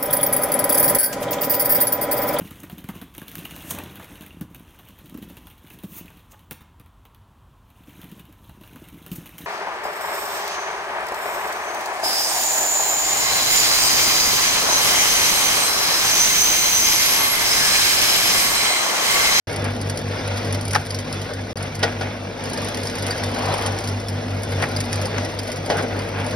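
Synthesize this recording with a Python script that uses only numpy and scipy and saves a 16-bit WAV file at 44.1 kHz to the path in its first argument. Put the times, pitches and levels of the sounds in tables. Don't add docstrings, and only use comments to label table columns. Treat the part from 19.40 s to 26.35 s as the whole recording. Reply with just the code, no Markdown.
import sys
import numpy as np
from scipy import signal
from scipy.fft import rfft, irfft
from scipy.io import wavfile
from scipy.ndimage import uniform_filter1d

SR = 44100
rng = np.random.default_rng(int(sys.argv[2]) if len(sys.argv) > 2 else 0)


def dump(signal):
    limited = np.clip(np.atleast_2d(signal).T, -1, 1)
    pcm = np.round(limited * 32767).astype(np.int16)
    wavfile.write(sys.argv[1], SR, pcm)


N = 306495
TIME = np.arange(N) / SR
FREQ = np.maximum(np.arange(N // 2 + 1) * SR / N, 1)

# (time [s], speed [turns/s])
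SHAFT_SPEED = [(0, 48.4), (0.3, 47.69), (2.8, 47.69), (3.15, 47.22), (3.5, 47.69), (5.5, 47.68),
               (6.3, 47.36), (6.95, 47.65)]
# (mains multiple [1], shaft multiple [1], relative level [dB])
HUM_LINES = [(0, 1, -16), (0, 2, -6.5), (2, 0, -1.5), (0, 3, -23), (2, 1, -11), (2, 2, -16), (4, 0, -17),
             (0, 5, -15.5), (2, 3, -14), (4, 1, -17), (2, 5, -19), (0, 10, -23.5), (0, 13, -32.5)]
# (time [s], hold [s], depth [dB])
LOADS = [(2.74, 0.73, 6), (5.8, 0.69, 6)]
# (time [s], rumble [dB], hiss [dB])
RUNNING = [(0.3, -31, -36.5), (0.91, -32.5, -37.5), (1.17, -29, -35), (1.47, -35, -37), (2.04, -35, -41),
           (2.21, -34.5, -38.5), (2.47, -35, -39), (2.93, -34, -40), (3.24, -31.5, -35.5),
           (4.21, -32.5, -33.5), (4.65, -32, -37), (4.93, -31.5, -38.5), (5.19, -31, -34.5),
           (5.75, -31, -37), (6.13, -32.5, -38), (6.47, -28.5, -37.5), (6.65, -30, -37), (6.95, -31, -36)]
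# (time [s], level [dB])
CHINKS = [(0.1277, -28), (0.1606, -24.5), (0.2427, -24.5), (0.413, -26), (0.497, -18.5), (0.573, -21),
          (0.8754, -29), (0.9712, -22.5), (1.055, -32), (1.125, -25), (1.1446, -22.5), (1.21, -23.5),
          (1.252, -27), (1.28, -23.5), (1.3075, -19), (1.332, -18.5), (1.347, -18.5), (1.4611, -28),
          (1.505, -22), (1.5453, -22), (1.588, -22.5), (1.726, -23), (1.8158, -25), (1.935, -27.5),
          (2.171, -27), (2.226, -26), (2.3517, -25), (2.392, -30), (3.038, -28), (3.056, -29.5),
          (3.097, -26), (3.1325, -23.5), (3.1745, -25), (3.217, -27.5), (3.246, -26), (3.2853, -23),
          (3.345, -24.5), (3.3715, -24), (3.4326, -24), (3.454, -24), (3.471, -21), (3.498, -26),
          (3.5528, -24), (3.583, -24.5), (3.623, -21.5), (3.6651, -20), (3.68, -24), (3.708, -21),
          (3.7618, -34), (3.8357, -20), (4.022, -28), (4.056, -24.5), (4.139, -19), (4.18, -25),
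          (4.2218, -24.5), (4.2617, -17.5), (4.387, -23), (4.439, -25), (4.4734, -21), (4.486, -23.5),
          (4.5999, -31), (4.6838, -23), (5.033, -24), (5.221, -23), (5.363, -21.5), (5.403, -17),
          (5.5287, -16.5), (5.556, -23), (5.6147, -23.5), (5.655, -21), (5.8482, -26), (5.989, -20.5),
          (6.032, -28), (6.076, -26), (6.117, -22.5), (6.159, -29), (6.2604, -26), (6.3695, -25),
          (6.423, -26), (6.59, -27.5), (6.864, -28), (6.9082, -27)]
# (time [s], level [dB], half length [s])
PAPER_SLIDES = [(0.258, -29.5, 0.052), (1.34, -23, 0.011), (2.234, -34.5, 0.041), (2.47, -31, 0.078),
                (2.67, -33.5, 0.11), (3.157, -49, 0.051), (3.68, -32, 0.053), (5.21, -32, 0.032),
                (5.238, -28.5, 0.015), (5.773, -28, 0.035), (6.603, -32, 0.06), (6.8, -28.5, 0.061)]
WOOD_SCRAPES = [(6.357, -27, 0.013), (6.378, -30.5, .014), (6.398, -23, 0.016), (6.445, -30, 0.0096)]
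# (time [s], board thud [dB], frame clack [dB], crack [dB], thud and clack t60 [s], pan L-R [dB],
# clack pitch [Hz], lift of the first swing [dB], board ring [dB], frame ring [dB])
KNOCKS = [(1.3492, -40, -14.5, -20, 0.07, -6, 1820, 2, -50, -40),
          (1.3521, -46, -21.5, -33, 0.049, 3, 1776, 20, -32, -45),
          (1.3584, -20, -14.5, -18, 0.053, 4, 1270, 10, -33.5, -34),
          (2.4275, -29, -26, -17.5, 0.09, -4.5, 1840, 3, -45, -38),
          (2.4315, -19, -22, -15, 0.082, 1, 1470, 2, -37, -20),
          (2.4365, -19.5, -28, -32, 0.12, 1, 1130, 0, -22.5, -36),
          (2.609, -23.5, -28, -29.5, 0.21, 1, 1530, 0, -35, -37),
          (5.2238, -36, -20.5, -16, 0.031, 2, 1550, 8, -36, -32),
          (5.2378, -30.5, -16, -29, 0.057, -2, 1980, 3, -42, -34),
          (5.782, -34, -19, -12, 0.016, 8, 1550, 4, -32, -36),
          (6.2995, -14.5, -22.5, -22.5, 0.24, -0.5, 1430, 5, -13.5, -25),
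          (6.382, -40, -27, -29, 0.22, 5, 1550, -4, -27.5, -40)]

# (frequency [Hz], relative density [dB])
RUMBLE_SPECTRUM = [(35, -33), (55, -14), (78, -1), (100, -25), (125, -11.5), (148, -1.5), (175, -3.5),
                   (215, -10), (248, 2.5), (300, -5.5), (380, -6), (470, 1), (700, -4), (1200, -18.5)]
RUB_SPECTRUM = [(500, 2.5), (850, 3), (1200, -1.5), (1480, -4.5), (2100, 1), (2700, -3), (4000, -15.5)]
HISS_SPECTRUM = [(1800, -9), (2800, 0), (4000, 0.5), (5600, 2), (6500, 1), (9000, -11), (12000, -18),
                 (13500, -23), (16000, -39)]
RATTLE_SPECTRUM = [(2000, 7), (3000, -10), (5500, -4), (7000, 4), (9500, -5.5), (11500, -10.5), (12500, -3),
                   (13500, -21), (16000, -36)]
CHINK_SPECTRUM = [(2000, 8), (3000, -4), (5500, 0.5), (7000, 14), (9500, -0.5), (11500, -6), (13000, -2.5),
                  (16000, -12)]
TUBE_SPECTRUM = [(300, -17), (600, -8.5), (850, -8.5), (1100, -12), (1400, -16.5), (3000, -22.5)]
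THUD_SPECTRUM = [(80, -34), (200, -0.5), (330, -5), (450, -7), (540, 1.5), (680, -5), (900, -4),
                 (1300, -36), (3000, -8)]
CLACK_SPECTRUM = [(400, -14), (850, 1), (1150, -8.5), (1480, -2), (1900, -6.5), (2500, -7), (4000, -40),
                  (9000, -22.5)]
CRACK_SPECTRUM = [(1500, -10), (3000, 0.5), (4800, 0.5), (6000, 3), (8000, -4.5), (11000, -19),
                  (16000, -28)]
SCRAPE_SPECTRUM = [(450, 4), (1000, -10), (1500, -1), (2000, -10), (2800, -13)]
# (frequency [Hz], bandwidth [Hz], lift [dB])
FRAME_MODES = [(242.5, 9.9, 6.3), (320, 136, 2.7), (461.5, 11, 3.2), (603, 10.6, 5.7), (1462, 160, 8.4),
               (1645, 23, 7.6), (1830, 15, 2.7), (1950, 7.5, 1), (3502, 47, 8.7), (4900, 180, 0.9)]
STEEL_MODES = [(3140, 70, 16), (4650, 1000, 9.5), (5580, 84, -0.5), (9970, 110, 14), (10730, 230, 9)]
TUBE_MODES = [(620, 70, 1.5), (790, 62, 4.5), (1000, 100, 1.5)]
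BOARD_MODES = [(440, 120, 14.3), (637, 58, 12), (730, 69, 17), (840, 38, 5.7)]
SCRAPE_MODES = [(1550, 52, 9)]
# (frequency [Hz], relative level [dB], t60 [s])
STEEL_RING = [(3306, -21, 0.045), (4910, -5, 0.042), (5495, -4.5, .035), (9860, -3, 0.022)]
BOARD_RING = [(262, -5, 0.083), (464.7, -5.5, 0.29), (606.4, 1, 0.12), (698, -6, 0.29), (830, -9.5, 0.32)]
FRAME_RING = [(1130, 1, 0.072), (1465, -1.5, 0.16), (1910, 5, 0.094), (1995, -3, 0.085), (3400, -13, 0.22),
              (4250, -13, .11), (4825, -1, .08)]

# (frequency [Hz], coherence [0-1])
PORT_COHERENCE = [(100, .999), (180, .99), (350, .88), (700, .68), (1400, .64), (2800, .56), (5000, .79),
                  (10000, .9)]
# (frequency [Hz], lead of the left [rad])
PORT_LEAD = [(150, 0), (600, .7), (1890, .4), (2760, 2.1), (4050, .4), (5340, .3), (6460, 2.8), (8180, 3.8),
             (9730, 6.2), (11600, 6.4), (12500, 9.4)]
# (frequency [Hz], level L-R [dB])
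PORT_BALANCE = [(200, 0), (380, 1), (700, 4.5), (1290, 3), (2380, -1.8), (4400, 0)]
# (frequency [Hz], bandwidth [Hz], gain [dB])
TREBLE_DIPS = [(7280, 1700, -24), (13900, 1200, -9)]

SIDES = np.array([[1], [-1]])
BLOW_ATTACK_S = 0.00091


def from_db(db):
    return 10 ** (np.asarray(db) / 20)


def rms_one(x):
    return x / np.sqrt(np.mean(x ** 2) + 1e-20)


def in_time(rows):
    times, *columns = np.transpose(rows)
    return [np.interp(TIME, times, column) for column in columns]


def over_hz(points):
    hz, value = np.transpose(points)
    return np.interp(np.log(FREQ), np.log(np.maximum(hz, 1)), value)


def drift(corner_hz):
    return rms_one(irfft(rfft(rng.standard_normal(N)) / (1 + (FREQ / corner_hz) ** 2), N))


def ports():
    return from_db(SIDES * over_hz(PORT_BALANCE) / 2) * np.exp(.5j * SIDES * over_hz(PORT_LEAD))


def noise(spectrum, modes=()):
    octaves_outside = np.abs(np.log2(FREQ / np.clip(FREQ, spectrum[0][0], spectrum[-1][0])))
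    level_db = over_hz(spectrum) - 20 * octaves_outside
    level_db += sum(lift / (1 + (2 * (FREQ - hz) / width) ** 2) for hz, width, lift in modes)
    coherence = np.clip(over_hz(PORT_COHERENCE), 0, 1)
    mid, side = rfft(rng.standard_normal((2, N)))
    pair = np.sqrt(1 + coherence) * mid + np.sqrt(1 - coherence) * side * SIDES
    return rms_one(irfft(pair * ports() * from_db(level_db), N))


def chatter(sound, depth_db):
    _, _, frames = signal.stft(sound, nperseg=1024)
    swell = rms_one(uniform_filter1d(rng.standard_normal(frames.shape[1:]), size=3, axis=1))
    swell = rms_one(uniform_filter1d(swell, size=2, axis=0))
    return rms_one(signal.istft(frames * from_db(depth_db * swell))[1][:, :N])


def running():
    return [db - db.mean() for db in in_time(RUNNING)]


def load(grip_s=0.1, release_s=0.39):
    return sum(depth * np.clip(np.minimum((TIME - s) / grip_s, 1 - (TIME - s - hold) / release_s), 0, 1)
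               for s, hold, depth in LOADS)


def motor(turns, level_db, mains_hz=50):
    throb_db = level_db + running()[0] - load()
    hum = 0
    for of_mains, of_shaft, line_db in HUM_LINES:
        cycles = of_mains * mains_hz * TIME + of_shaft * turns
        order = of_mains + of_shaft
        shudder = from_db(-13.5) * (order - 1) * drift(18.3)
        swell_db = throb_db if order == 2 else (throb_db + throb_db.mean()) / 2
        waver_db = (3.5 if order > 2 else 1.2) * drift(5.9)
        hum += from_db(line_db + swell_db + waver_db) * np.cos(2 * np.pi * cycles + shudder)
    return np.sqrt(2) * hum


def rollers(turns, rumble_db, rub_db, hiss_db):
    rumble_swing, hiss_swing = running()
    rub_swing = (rumble_swing + hiss_swing) / 2
    grip_db = 0.1 * np.cos(2 * np.pi * turns) + drift(61) + 1.6 * drift(1.4)
    rumble = chatter(noise(RUMBLE_SPECTRUM, FRAME_MODES), depth_db=1.5)
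    rub = chatter(noise(RUB_SPECTRUM, FRAME_MODES), depth_db=3.5)
    hiss = chatter(noise(HISS_SPECTRUM, FRAME_MODES), depth_db=3.2)
    return (rumble * from_db(rumble_db + rumble_swing + grip_db / 2)
            + rub * from_db(rub_db + rub_swing + grip_db)
            + hiss * from_db(hiss_db + hiss_swing + grip_db))


def touches(times, level_db, bounce_s, bounce_db, t60, attack_s):
    bounces = times + bounce_s * rng.uniform(0.98, 1.7, len(times))
    starts = np.clip((np.r_[times, bounces] * SR).astype(int), 0, N - 1)
    impulses = np.zeros(N)
    np.add.at(impulses, starts, from_db(np.r_[level_db, level_db + bounce_db]) ** 2)
    energy = signal.lfilter([1], [1, -from_db(-120 / (t60 * SR))], impulses + 1e-18)
    lag = np.exp(-1 / (attack_s * SR))
    return signal.lfilter([1 - lag], [1, -lag], np.sqrt(energy))


def ringing(times, level_db, modes, scatter_db, detune):
    hz, mode_db, t60 = np.transpose(modes)
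    age, out = TIME[:int(t60.max() * SR)], np.zeros(2 * N)
    fade = from_db(-60 * age / t60[:, None]) * (1 - np.exp(-age / BLOW_ATTACK_S))
    chance = rng.standard_normal((len(times), 2, len(hz)))
    for s, blow_db, (strength, pitch) in zip(times, level_db, chance):
        start = max(int(s * SR), 0)
        waves = np.sin(2 * np.pi * np.outer(hz * (1 + detune * pitch), age)) * fade
        out[start:start + len(age)] += from_db(blow_db + mode_db + scatter_db * strength) @ waves
    return irfft(rfft(out[:N]) * ports(), N)


def loose_part(turns, level_db, limit_db, rebound_db, scatter_db):
    count = np.arange(int(turns[-1] * 3 / 2))
    timing, strength = rng.standard_normal((len(count), 2)).T
    times = np.interp(count * 2 / 3, turns, TIME) + 0.0011 * timing
    belt_db = np.interp(times, TIME, running()[1])
    throw_db = np.minimum(level_db + 2.1 * belt_db, limit_db)
    hit_db = throw_db + rebound_db * (count % 3 > 0) + scatter_db * np.clip(strength, -2, 1.5)
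    envelope = touches(times, hit_db, bounce_s=0.004, bounce_db=-2, t60=0.031, attack_s=0.00054)
    grain = from_db(0.5 * drift(600))
    contact = envelope * grain * chatter(noise(RATTLE_SPECTRUM, STEEL_MODES), depth_db=1.5)
    return contact + ringing(times, hit_db - 2, STEEL_RING, scatter_db=2.5, detune=0.0092)


def chinks(settle_s, settle_db):
    times, hit_db = np.transpose(CHINKS)
    times = np.r_[times, times + settle_s * rng.uniform(.5, 1.5, len(times))]
    hit_db = np.r_[hit_db, hit_db + settle_db]
    envelope = touches(times, hit_db + 0.2, bounce_s=0.0039, bounce_db=-6.5, t60=0.034, attack_s=0.00058)
    grain = from_db(2 * drift(490))
    contact = envelope * grain * chatter(noise(CHINK_SPECTRUM, STEEL_MODES), depth_db=3.5)
    return contact + ringing(times, hit_db - 4.5, STEEL_RING, scatter_db=6, detune=0.015)


def strokes(rows):
    return sum(from_db(db) * np.exp(-((TIME - s) / half_length) ** 2) for s, db, half_length in rows)


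def paper_slides(grain_db):
    return strokes(PAPER_SLIDES) * from_db(grain_db * drift(150)) * noise(RUB_SPECTRUM, FRAME_MODES)


def knocks(board_hz, swing_t60, room_db, room_t60):
    thud = noise(THUD_SPECTRUM, BOARD_MODES)
    clack = noise(CLACK_SPECTRUM, FRAME_MODES)
    crack = noise(CRACK_SPECTRUM)
    out = np.zeros((2, N))
    for s, thud_db, clack_db, crack_db, t60, pan_db, frame_hz, swing_db, _, _ in KNOCKS:
        start = int(s * SR)
        age = TIME[:min(SR // 2, N - start)]
        span = slice(start, start + len(age))
        board = from_db(thud_db) * np.sin(2 * np.pi * board_hz * age)
        frame = from_db(clack_db) * np.sin(2 * np.pi * frame_hz * age)
        blow = (board + frame) * from_db(swing_db - 60 * age / swing_t60)
        room_tail = from_db(room_db - 60 * age / room_t60)
        parts = (thud, thud_db, t60), (clack, clack_db, t60), (crack, crack_db, 0.61 * t60)
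        for sound, db, part_t60 in parts:
            fade = np.hypot(from_db(-60 * age / part_t60), room_tail)
            blow = blow + sound[:, span] * fade * from_db(db)
        attack = 1 - np.exp(-(age / BLOW_ATTACK_S) ** 2)
        out[:, span] += blow * attack * from_db(SIDES * pan_db / 2)
    return out


def after_ring(scatter_db, detune):
    times, *_, board_db, frame_db = np.transpose(KNOCKS)
    board = ringing(times, board_db, BOARD_RING, scatter_db, detune)
    return board + ringing(times, frame_db, FRAME_RING, scatter_db, detune)


def curling_tube(peak_s, peak_db, rise_db_per_s, fall_db_per_s, grain_db):
    age = TIME - peak_s
    curl_db = peak_db + np.minimum(rise_db_per_s * age, -fall_db_per_s * age)
    return from_db(curl_db + grain_db * drift(80)) * noise(TUBE_SPECTRUM, TUBE_MODES)


def wood_scrape(grain_db):
    return strokes(WOOD_SCRAPES) * from_db(grain_db * drift(200)) * noise(SCRAPE_SPECTRUM, SCRAPE_MODES)


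def scene():
    turns = np.cumsum(in_time(SHAFT_SPEED)[0]) / SR
    hum = motor(turns, level_db=-28)
    rolling = rollers(turns, rumble_db=-30.5, rub_db=-34.5, hiss_db=-38)
    steel = loose_part(turns, level_db=-40, limit_db=-35.5, rebound_db=-2, scatter_db=6.5)
    steel += chinks(settle_s=0.011, settle_db=-10.5)
    paper = curling_tube(peak_s=4.1, peak_db=-23, rise_db_per_s=51, fall_db_per_s=36, grain_db=1.5)
    paper += paper_slides(grain_db=2.5)
    wood = knocks(board_hz=660, swing_t60=0.017, room_db=-23.5, room_t60=0.61)
    wood += after_ring(scatter_db=1.8, detune=0.0032)
    wood += wood_scrape(grain_db=2)
    return hum + rolling + steel + paper + wood


def record(dry, start_s=0.0715, gap_s=(2.131, 2.157), cutoff_hz=16100):
    for hz, width_hz, gain_db in TREBLE_DIPS:
        b, a = signal.iirpeak(hz, hz / width_hz, fs=SR)
        for _ in range(2):
            dry = dry - (1 - from_db(gain_db / 2)) * signal.lfilter(b, a, dry)
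    audible = (TIME > start_s) & ((TIME < gap_s[0]) | (TIME > gap_s[1]))
    gate = uniform_filter1d(np.where(audible, 1, from_db(-72)), size=40)
    low_pass = signal.ellip(10, .2, 70, cutoff_hz, fs=SR, output="sos")
    return signal.sosfilt(low_pass, dry * gate)


dry = scene()
out = record(dry)
dump(out)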